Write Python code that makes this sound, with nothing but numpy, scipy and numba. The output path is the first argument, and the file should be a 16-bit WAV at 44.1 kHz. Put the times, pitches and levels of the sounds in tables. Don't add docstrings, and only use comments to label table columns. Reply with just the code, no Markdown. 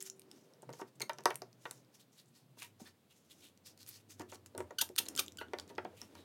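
import sys
import numpy as np
from scipy import signal
from scipy.fft import rfft, irfft
from scipy.io import wavfile
from scipy.ndimage import uniform_filter1d
from numba import njit

SR = 44100
rng = np.random.default_rng(int(sys.argv[2]) if len(sys.argv) > 2 else 0)


def dump(signal):
    limited = np.clip(np.atleast_2d(signal).T, -1, 1)
    pcm = np.round(limited * 32767).astype(np.int16)
    wavfile.write(sys.argv[1], SR, pcm)


def amplitude_ratio(level_db):
    exponent = np.asarray(level_db, float) / 20
    return 10 ** exponent


N = 275182


def unit(x):
    return x / np.sqrt(np.mean(x ** 2))


@njit
def svf(x, hz, width):
    y, b, l = np.empty(len(x)), 0., 0.
    for i in range(len(x)):
        g, k = np.tan(np.pi * hz[i] / SR), width[i] / hz[i]
        v = (b + g * (x[i] - l)) / (1 + g * (g + k))
        b, l, y[i] = 2 * v - b, l + 2 * g * v, k * v
    return y


def band(x, hz, width):
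    return svf(x, np.clip(hz + 0 * x, 20, .44 * SR), np.clip(width + 0 * x, 1, SR))


def walk(rate):
    k = int(SR / rate)
    steps = np.repeat(rng.standard_normal(N // k + 1), k)
    return 1.977 * uniform_filter1d(uniform_filter1d(steps, k), k)[:N]


def add(out, s, x):
    i = max(int(s * SR), 0)
    out[i:i + len(x)] += x[:N - i]


def curves(table):
    s, *columns = np.transpose(table)
    return [np.interp(np.arange(N) / SR, s, c) for c in columns]


def background():
    # pitch in Hz, level in dB per Hz.
    air_colour = [(65, -31), (110, -1.5), (214, -1.5), (547, -11.5), (1650, -22), (3960, -22.5),
                  (5760, -28), (16000, -29)]
    # time in seconds, level in dB.
    hand_weight = [
        (0.0, -68),
        (0.14, -71),
        (1.58, -63.5),
        (2.2, -83),
        (3.72, -71),
        (4.5, -68),
        (5.54, -63.5),
        (5.72, -57),
        (6.03, -70.5),
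        (6.24, -63),
    ]
    # time in
    # seconds, pitch in Hz, level in dB.
    motor = [(0.0, 123.6, -93), (0.6, 129, -81), (0.71, 129.4, -56.5), (0.8, 126.9, -79),
             (1.02, 126.1, -69), (1.65, 121.4, -69.5), (2.08, 131.6, -80), (2.5, 124.2, -71),
             (2.64, 100, -69), (3.1, 84.1, -86), (3.6, 96, -72.5), (4.05, 99.6, -72), (4.19, 95.8, -62.5),
             (4.52, 88.5, -68), (4.62, 88.1, -53), (4.71, 83.4, -68.5), (5.86, 87.3, -64),
             (6.24, 80.9, -67)]

    f, t = np.fft.rfftfreq(N, 1 / SR), np.arange(N) / SR
    colour_hz, colour_level_db = np.array(air_colour).T
    colour_db = np.interp(np.log(f + 1), np.log(colour_hz), colour_level_db)
    air = amplitude_ratio(-70.5) * unit(irfft(rfft(rng.standard_normal(N)) * amplitude_ratio(colour_db), N))

    rumble = np.zeros(N)
    for hz, db in [(190, -7), (300, 0.5), (480, -4.0)]:
        rumble += amplitude_ratio(db + 3.35 * walk(9)) * unit(band(rng.standard_normal(N), hz, 0.29 * hz))
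    rumble *= amplitude_ratio(curves(hand_weight)[0] - 5.0)

    hz, hum_db = curves(motor)
    turns = np.cumsum(hz * (1 + 0.018 * walk(9.3))) / SR
    hum = amplitude_ratio(hum_db + 2.3 * walk(36)) * np.sqrt(2) * np.sin(2 * np.pi * turns)
    hum_noise = band(rng.standard_normal(N), 1.15 * hz, 0.29 * hz)
    hum += amplitude_ratio(hum_db - 3) * unit(band(hum_noise, 1.15 * hz, 0.29 * hz))

    frame_hz, frame_db, frame_t60_s = 383, -58, 1.8
    frame = amplitude_ratio(frame_db - 60 * t / frame_t60_s) * np.sin(2 * np.pi * frame_hz * t)
    return air + rumble + hum + frame


def ticks():
    # start in seconds, peak in dB, centre in Hz.
    plate_ticks = [(0.0044, -38, 6700), (0.0252, -30, 8500), (0.0992, -29, 6730), (0.5361, -52.5, 5700),
                   (0.8125, -42, 6250), (1.4194, -33, 5200), (1.5288, -53.5, 4430), (2.2583, -60, 6900),
                   (3.8896, -34.5, 13090), (4.3182, -41.5, 6500), (5.0863, -24.5, 7600),
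                   (5.534, -39.5, 4950), (5.5863, -31.5, 4100), (5.5978, -32, 4300), (5.484, -55, 3200),
                   (5.752, -51, 5800), (5.7584, -52, 3860), (5.7803, -41.5, 4800), (5.8479, -49, 5270),
                   (6.016, -32, 5600)]
    # start in seconds, peak in dB, centre in Hz.
    lever_ticks = [(0.195, -41.5, 8900), (0.621, -47, 8600), (0.7282, -44.5, 4830), (0.7344, -43.5, 6540),
                   (0.999, -41, 5500), (1.177, -58, 5200), (1.185, -37, 5080), (1.2064, -48, 5730),
                   (1.237, -46, 8100), (1.3047, -33.5, 4300), (1.3563, -27.5, 8900), (1.7106, -28.5, 8800),
                   (1.8477, -58.5, 4580), (2.621, -37.5, 2500), (2.629, -35, 2400), (3.8944, -41, 13900),
                   (4.5498, -50, 3900), (4.7083, -47, 6300), (5.0556, -40, 7200), (5.0662, -41, 3940),
                   (5.1628, -25, 8000), (5.2624, -42, 7340), (5.2812, -34, 3950), (5.321, -45, 6100),
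                   (5.678, -51, 6450), (5.693, -47, 6990), (6.1521, -46.5, 5530)]
    # start in seconds, peak in dB, centre in Hz.
    bar_ticks = [(0.218, -48, 4100), (0.3141, -36.5, 5000), (0.6927, -49, 4910), (0.703, -53, 6070),
                 (1.005, -35, 5000), (1.0946, -31, 4160), (1.1329, -40.5, 5500), (1.256, -12, 5000),
                 (1.3438, -45, 5000), (1.6538, -43.5, 4430), (2.7985, -51.5, 8770), (3.575, -53, 5680),
                 (3.776, -47, 4830), (3.8296, -44, 4320), (3.8638, -44.5, 7000), (4.1962, -37.5, 6500),
                 (4.218, -42.5, 6840), (4.3562, -44.5, 4440), (4.4609, -40, 6450), (4.578, -30, 8700),
                 (4.6044, -42.5, 7200), (4.8904, -41, 7400), (4.9569, -48.5, 3850), (4.9621, -29, 8400),
                 (5.0618, -38, 3850), (5.0843, -32.5, 5060), (5.1516, -35, 7360), (5.1766, -22.5, 3900),
                 (5.3576, -60, 6290), (5.372, -37, 6600)]

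    out, t = np.zeros(N), np.arange(SR // 20) / SR
    shape = np.exp(-np.log(1000) * t / .0055) * (1 - np.exp(-t / .0003))
    kinds = (plate_ticks, -28.5), (lever_ticks, -13.5), (bar_ticks, -3)
    for table, crack_db in kinds:
        for s, db, hz in table:
            impacts = rng.standard_normal(len(t)) * shape
            ring = band(impacts, hz, .25 * hz)
            crack = band(impacts, 4200.0, 6700.0)
            tick = ring + amplitude_ratio(crack_db) * crack
            add(out, s, amplitude_ratio(db) * tick / abs(tick).max())
    return out


def scuffs():
    # loudest moment in seconds, level in dB,
    # strongest pitch in Hz, length in ms.
    brushes = [(0.627, -69, 6540, 21), (0.751, -67, 6000, 79), (0.798, -62.5, 5960, 65),
               (0.958, -74, 8100, 25), (1.951, -65, 5500, 52), (2.008, -65.5, 3900, 64),
               (2.191, -64, 4000, 75), (2.28, -78, 7900, 70), (2.595, -59.5, 3600, 53),
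               (2.627, -55.5, 2620, 111), (3.315, -61.5, 3460, 49), (3.446, -63, 3230, 117),
               (3.812, -61.5, 4500, 71), (3.889, -56.5, 11000, 63), (4.30, -62, 3400, 46),
               (6.003, -64.5, 2720, 180)]
    # loudest moment in seconds, level in dB,
    # strongest pitch in Hz, length in ms.
    flicks = [(.01, -52.5, 6200, 23.5), (.165, -79, 9000, 64), (0.351, -74.5, 5770, 320),
              (1.633, -71, 6040, 170), (2.134, -74, 6160, 92), (2.358, -68.5, 4500, 105),
              (2.805, -61.5, 6100, 56), (3.11, -71, 3000, 69), (3.164, -75, 6170, 140),
              (3.665, -57.5, 5100, 80), (4.106, -57.5, 6240, 68), (4.466, -63, 6200, 14),
              (4.588, -65, 8060, 76)]
    # loudest moment in seconds, level in dB,
    # strongest pitch in Hz, length in ms.
    drags = [
        (0.073, -54, 6500, 73),
        (1.769, -72, 6000, 230),
        (3.40, -73, 6140, 320),
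        (3.958, -60.5, 4800, 126),
        (4, -73, 2870, 110),
        (4.348, -58, 6500, 43),
    ]
    # loudest moment in seconds, level in dB,
    # strongest pitch in Hz, length in ms.
    rubs = [
        (.885, -73, 5000, 39),
        (1.33, -73, 4500, 115),
        (2.876, -65, 4500, 93),
        (4.209, -64, 6100, 53),
        (5.608, -70.5, 5000, 95),
        (5.7, -65.5, 3970, 44),
        (6.188, -72, 3500, 210),
    ]
    # share of the length spent rising from 0 to 1, dull part in dB.
    scuff_kinds = [
        (.43, -35.5),
        (0.25, -24.5),
        (0.72, -22),
        (0.57, 2.5),
    ]

    out, t = np.zeros(N), np.arange(-SR // 5, SR // 4) / SR
    grain_db = 1.8 * np.resize([walk(500), walk(150), walk(60)], (3, N + SR))
    grain = rng.standard_normal((3, N + SR)) * amplitude_ratio(grain_db)
    broad = unit(band(band(grain[0], 6300.0, 24000.0), 4700.0, 18000.0))
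    dull = unit(band(grain[2], 1100., 2100.0))
    for table, (rising, dull_db) in zip((brushes, flicks, drags, rubs), scuff_kinds):
        for s, db, hz, length_ms in table:
            rise_ms, fall_ms = rising * length_ms, (1 - rising) * length_ms
            span = slice(int(s * SR), int(s * SR) + len(t))
            from_crest = abs(1000 * t / np.where(t < 0, rise_ms, fall_ms))
            swell = amplitude_ratio(db - 20 * from_crest ** 1.5)
            hump = amplitude_ratio(-0.5) * unit(band(band(grain[1, span], hz, .45 * hz), hz, .55 * hz))
            x = swell * (broad[span] + hump + amplitude_ratio(dull_db) * dull[span])
            skip = max(SR // 5 - int(s * SR), 0)
            add(out, s + t[skip], x[skip:])
    return out


def knocks():
    # start in seconds, peak in dB, strongest ring in Hz,
    # brightness in dB per octave.
    raps = [(0.629, -43.5, 385, -2.5), (0.734, -46, 422, 3), (0.815, -34, 446, -1), (1.004, -38, 374, 3),
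            (1.025, -42, 395, -1.5), (1.095, -26, 910, 3), (1.256, -13.5, 917, -4.5),
            (1.306, -27, 1055, 3.5), (1.418, -35.5, 733, -5), (1.654, -32.5, 1000, 6), (2.571, -54, 247, 0),
            (2.619, -43.5, 1600, 3), (4.603, -30, 520, -0.5), (4.706, -40, 540, -1), (4.82, -35, 595, -1),
            (4.898, -43.5, 574, -19), (4.999, -38, 308, -0.5), (5.2, -38.5, 1144, 3),
            (5.187, -43, 546, -24), (5.12, -53, 262, -13), (5.278, -50.5, 338, -21), (5.412, -33.5, 617, 3),
            (5.534, -26, 620, 1), (5.586, -42, 850, 4), (5.781, -25.5, 814, 0), (5.85, -32.5, 615, -1)]
    # start in seconds, peak in dB,
    # strongest ring in Hz, brightness in dB per octave.
    bumps = [(0.69, -37, 520, -3.5), (0.795, -39.5, 1018, -11), (1.184, -44, 401, 1),
             (1.711, -45.5, 425, 4), (2.799, -52, 760, -9), (2.815, -44, 200, -12.5),
             (4.197, -38.5, 190, -1.5), (4.206, -41, 288, 1), (4.321, -40.5, 277, 3),
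             (4.548, -40.5, 528, -8), (4.578, -37.5, 275, 0), (5.699, -46.5, 520, -4.5),
             (6.016, -48, 260, 0), (6.151, -49, 516, 3.5)]
    # pitch in Hz, level in dB, time to fade by 60 dB in seconds.
    bench = [(365.3, -2.5, 0.2), (525.6, 0.5, 0.072), (599.6, -3, 0.081), (724, 5, 0.022),
             (924, -0.5, 0.086), (1093, -1.5, 0.013), (1150, -4, 0.048), (1335, -8, 0.055),
             (1407, -11.5, 0.026)]

    out, t = np.zeros(N), np.arange(SR // 5, dtype=np.float32) / SR
    bench_hz, bench_db, bench_t60 = np.array(bench, float).T
    plate_hz = np.geomspace(200, 4500, num=90)
    plate_t60 = .11 * (plate_hz / 600) ** -.5
    hz = np.r_[bench_hz, plate_hz][:, None]
    mode_db = np.r_[bench_db, -11 + 0 * plate_hz][:, None]
    t60 = np.r_[np.clip(bench_t60, .02, .15), plate_t60][:, None]
    blows = [(*r, 0.74) for r in raps] + [(*r, 1.41) for r in bumps]
    for s, db, own_hz, bright_db, ring in blows:
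        strike, detune, start = rng.standard_normal((3, len(hz), 1))
        octaves = np.log2(hz / own_hz)
        tilt_db = np.where(octaves > 0, min(bright_db, 3) * octaves, 5.43 * octaves)
        tilt_db -= 9.0 * np.maximum(np.log2(hz / 2000), 0)
        tilt_db -= 20 * np.maximum(-1.1 - octaves, 0)
        level = amplitude_ratio(mode_db + tilt_db + 3 * strike)
        fade = np.exp(np.float32(-np.log(1000) / (t60 * ring)) * t)
        angle = np.float32(2 * np.pi * hz * (1 + 0.019 * detune)) * t + np.float32(1.5 * start)
        body = (level * fade * np.sin(angle)).sum(axis=0)
        own_fade = np.exp(-np.log(1000) * t / (.07 * ring))
        body += amplitude_ratio(1.0) * own_fade * np.sin(2 * np.pi * own_hz * t)
        body *= 1 - np.exp(-(t / .0012) ** 2)
        add(out, s, amplitude_ratio(db) * body / abs(body).max())
    return out


def squeaks():
    # time in seconds, slips in Hz,
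    # level in dB.
    chirps = [
        [(1.014, 2474, -46), (1.018, 2183, -34.5), (1.023, 2120, -38.5), (1.028, 2137, -47), (1.04, 2140, -63)],
        [(2.63, 922, -70), (2.648, 960, -48), (2.665, 950, -62)],
        [(2.855, 1697, -63), (2.868, 1793, -57), (2.885, 1690, -68)],
        [(6.175, 3940, -68), (6.195, 3940, -74), (6.238, 3850, -79)],
        [(5.384, 1644, -44), (5.39, 1440, -44.5), (5.396, 1493, -52), (5.406, 1406, -48.5), (5.42, 1440, -50.5),
         (5.47, 1450, -64)],
    ]
    # time in seconds,
    # slips in Hz, level in dB, roughness from 0 to 1.
    strokes = [
        [(4.782, 1599, -53, 0.06), (4.787, 1508, -34.5, .12), (4.80, 1455, -43, 0.07), (4.81, 1756, -39, 0),
         (4.815, 1175, -35.5, 0.85), (4.821, 970, -43, 0.5), (4.83, 914, -47, 0.2)],
        [(4.975, 1958, -62, 0.1), (4.981, 1468, -38, 0.2), (4.988, 977, -34.5, 0.71), (4.998, 866, -46.5, 0.2)],
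        [(5.168, 1482, -48, 0.1), (5.177, 1359, -51, 0.38), (5.183, 1640, -41, 0.03), (5.189, 1515, -40, 0.18),
         (5.194, 1237, -29, 0.08), (5.2, 1104, -39, 0.37), (5.208, 1170, -56, 0.6)],
    ]
    # pitch in Hz, width in Hz, level in dB.
    pad_rings = [(1470, 670, -1), (3000, 150, -19), (3500, 860, 8), (4500, 1090, -1.5), (6500, 2470, 3.5),
                 (8700, 2300, -7.5), (9000, 2000, 1.5), (11860, 1700, 5)]

    out, k = np.zeros(N), np.arange(1, 13)[:, None]
    chirp_rough = .06
    for table in [[(*r, chirp_rough) for r in chirp] for chirp in chirps] + strokes:
        s, *columns = np.transpose(table)
        t = np.arange(s[0], s[-1], 1 / SR)
        hz, db, rough = (np.interp(t, s, c) for c in columns)
        rough = np.clip(rough, 0, 1)
        jitter, noise = rng.standard_normal((2, SR // 8))[:, :len(t)]
        uneven = (.24 + .5 * rough) * uniform_filter1d(jitter, size=60)
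        phase = np.cumsum(hz * (1 + uneven)) / SR
        flicker = np.sqrt(90) * uniform_filter1d(rng.standard_normal((len(k), SR // 8)), size=90)[:, :len(t)]

        tilt_db = np.minimum(.5 * (db + 26), -4)
        load = np.clip((db + 60) / 14, 0, 1)
        weak_db = 12 * load * np.maximum(np.log2(2200 / (k * hz)), 0)
        weak_db += np.maximum(-32 - db, 0) * np.maximum(np.log2(k * hz / 5000), 0)
        weak_db += 2.5 * flicker
        overtone_level = (k * hz < 17000) * amplitude_ratio(tilt_db * np.log2(k) - weak_db)
        slips = (np.cos(2 * np.pi * k * phase) * overtone_level).sum(axis=0)

        hiss = noise * np.exp(-(phase % 1) / .7)
        hiss = unit(hiss - uniform_filter1d(hiss, size=14))
        ends = np.clip(np.minimum(t - s[0], s[-1] - t) / .003, 0, 1)
        drive = ends * (slips + 3.9 * rough * load ** 2 * hiss)
        ringing = sum(amplitude_ratio(ring_db) * band(drive, f, width) for f, width, ring_db in pad_rings)
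        add(out, s[0], amplitude_ratio(db + 1.5) * ringing)
    return out


def room(x):
    low_t60_s, high_t60_s, echo_db, gap_s = 0.18, 0.16, -10.5, 0.0011
    t = np.arange(SR // 2) / SR
    c = rng.standard_normal(len(t))
    low = uniform_filter1d(c, size=16)
    tail = low * amplitude_ratio(-60 * t / low_t60_s + 2.5) + (c - low) * amplitude_ratio(-60 * t / high_t60_s)
    tail *= 1 - np.exp(-(t / gap_s) ** 2)
    tail /= np.sqrt(np.sum(tail ** 2))
    return x + amplitude_ratio(echo_db) * signal.fftconvolve(x, tail)[:N]


def scene():
    steady = background()
    handling = ticks() + scuffs() + knocks() + squeaks()
    return (room(handling) + steady)[None]


def top_cut(x):
    return signal.sosfilt(signal.butter(12, 17040, fs=SR, output="sos"), x)


def record(dry):
    low_cut_hz, top_hz, ceiling = 98, 16200, .3
    cut = signal.sosfilt(signal.butter(4, low_cut_hz, "high", fs=SR, output="sos"), dry)
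    cut = ceiling * np.tanh(cut / ceiling)
    cut = signal.sosfilt(signal.cheby1(6, .5, top_hz, fs=SR, output="sos"), cut)
    return top_cut(cut)


dry = scene()
out = record(dry)
dump(out)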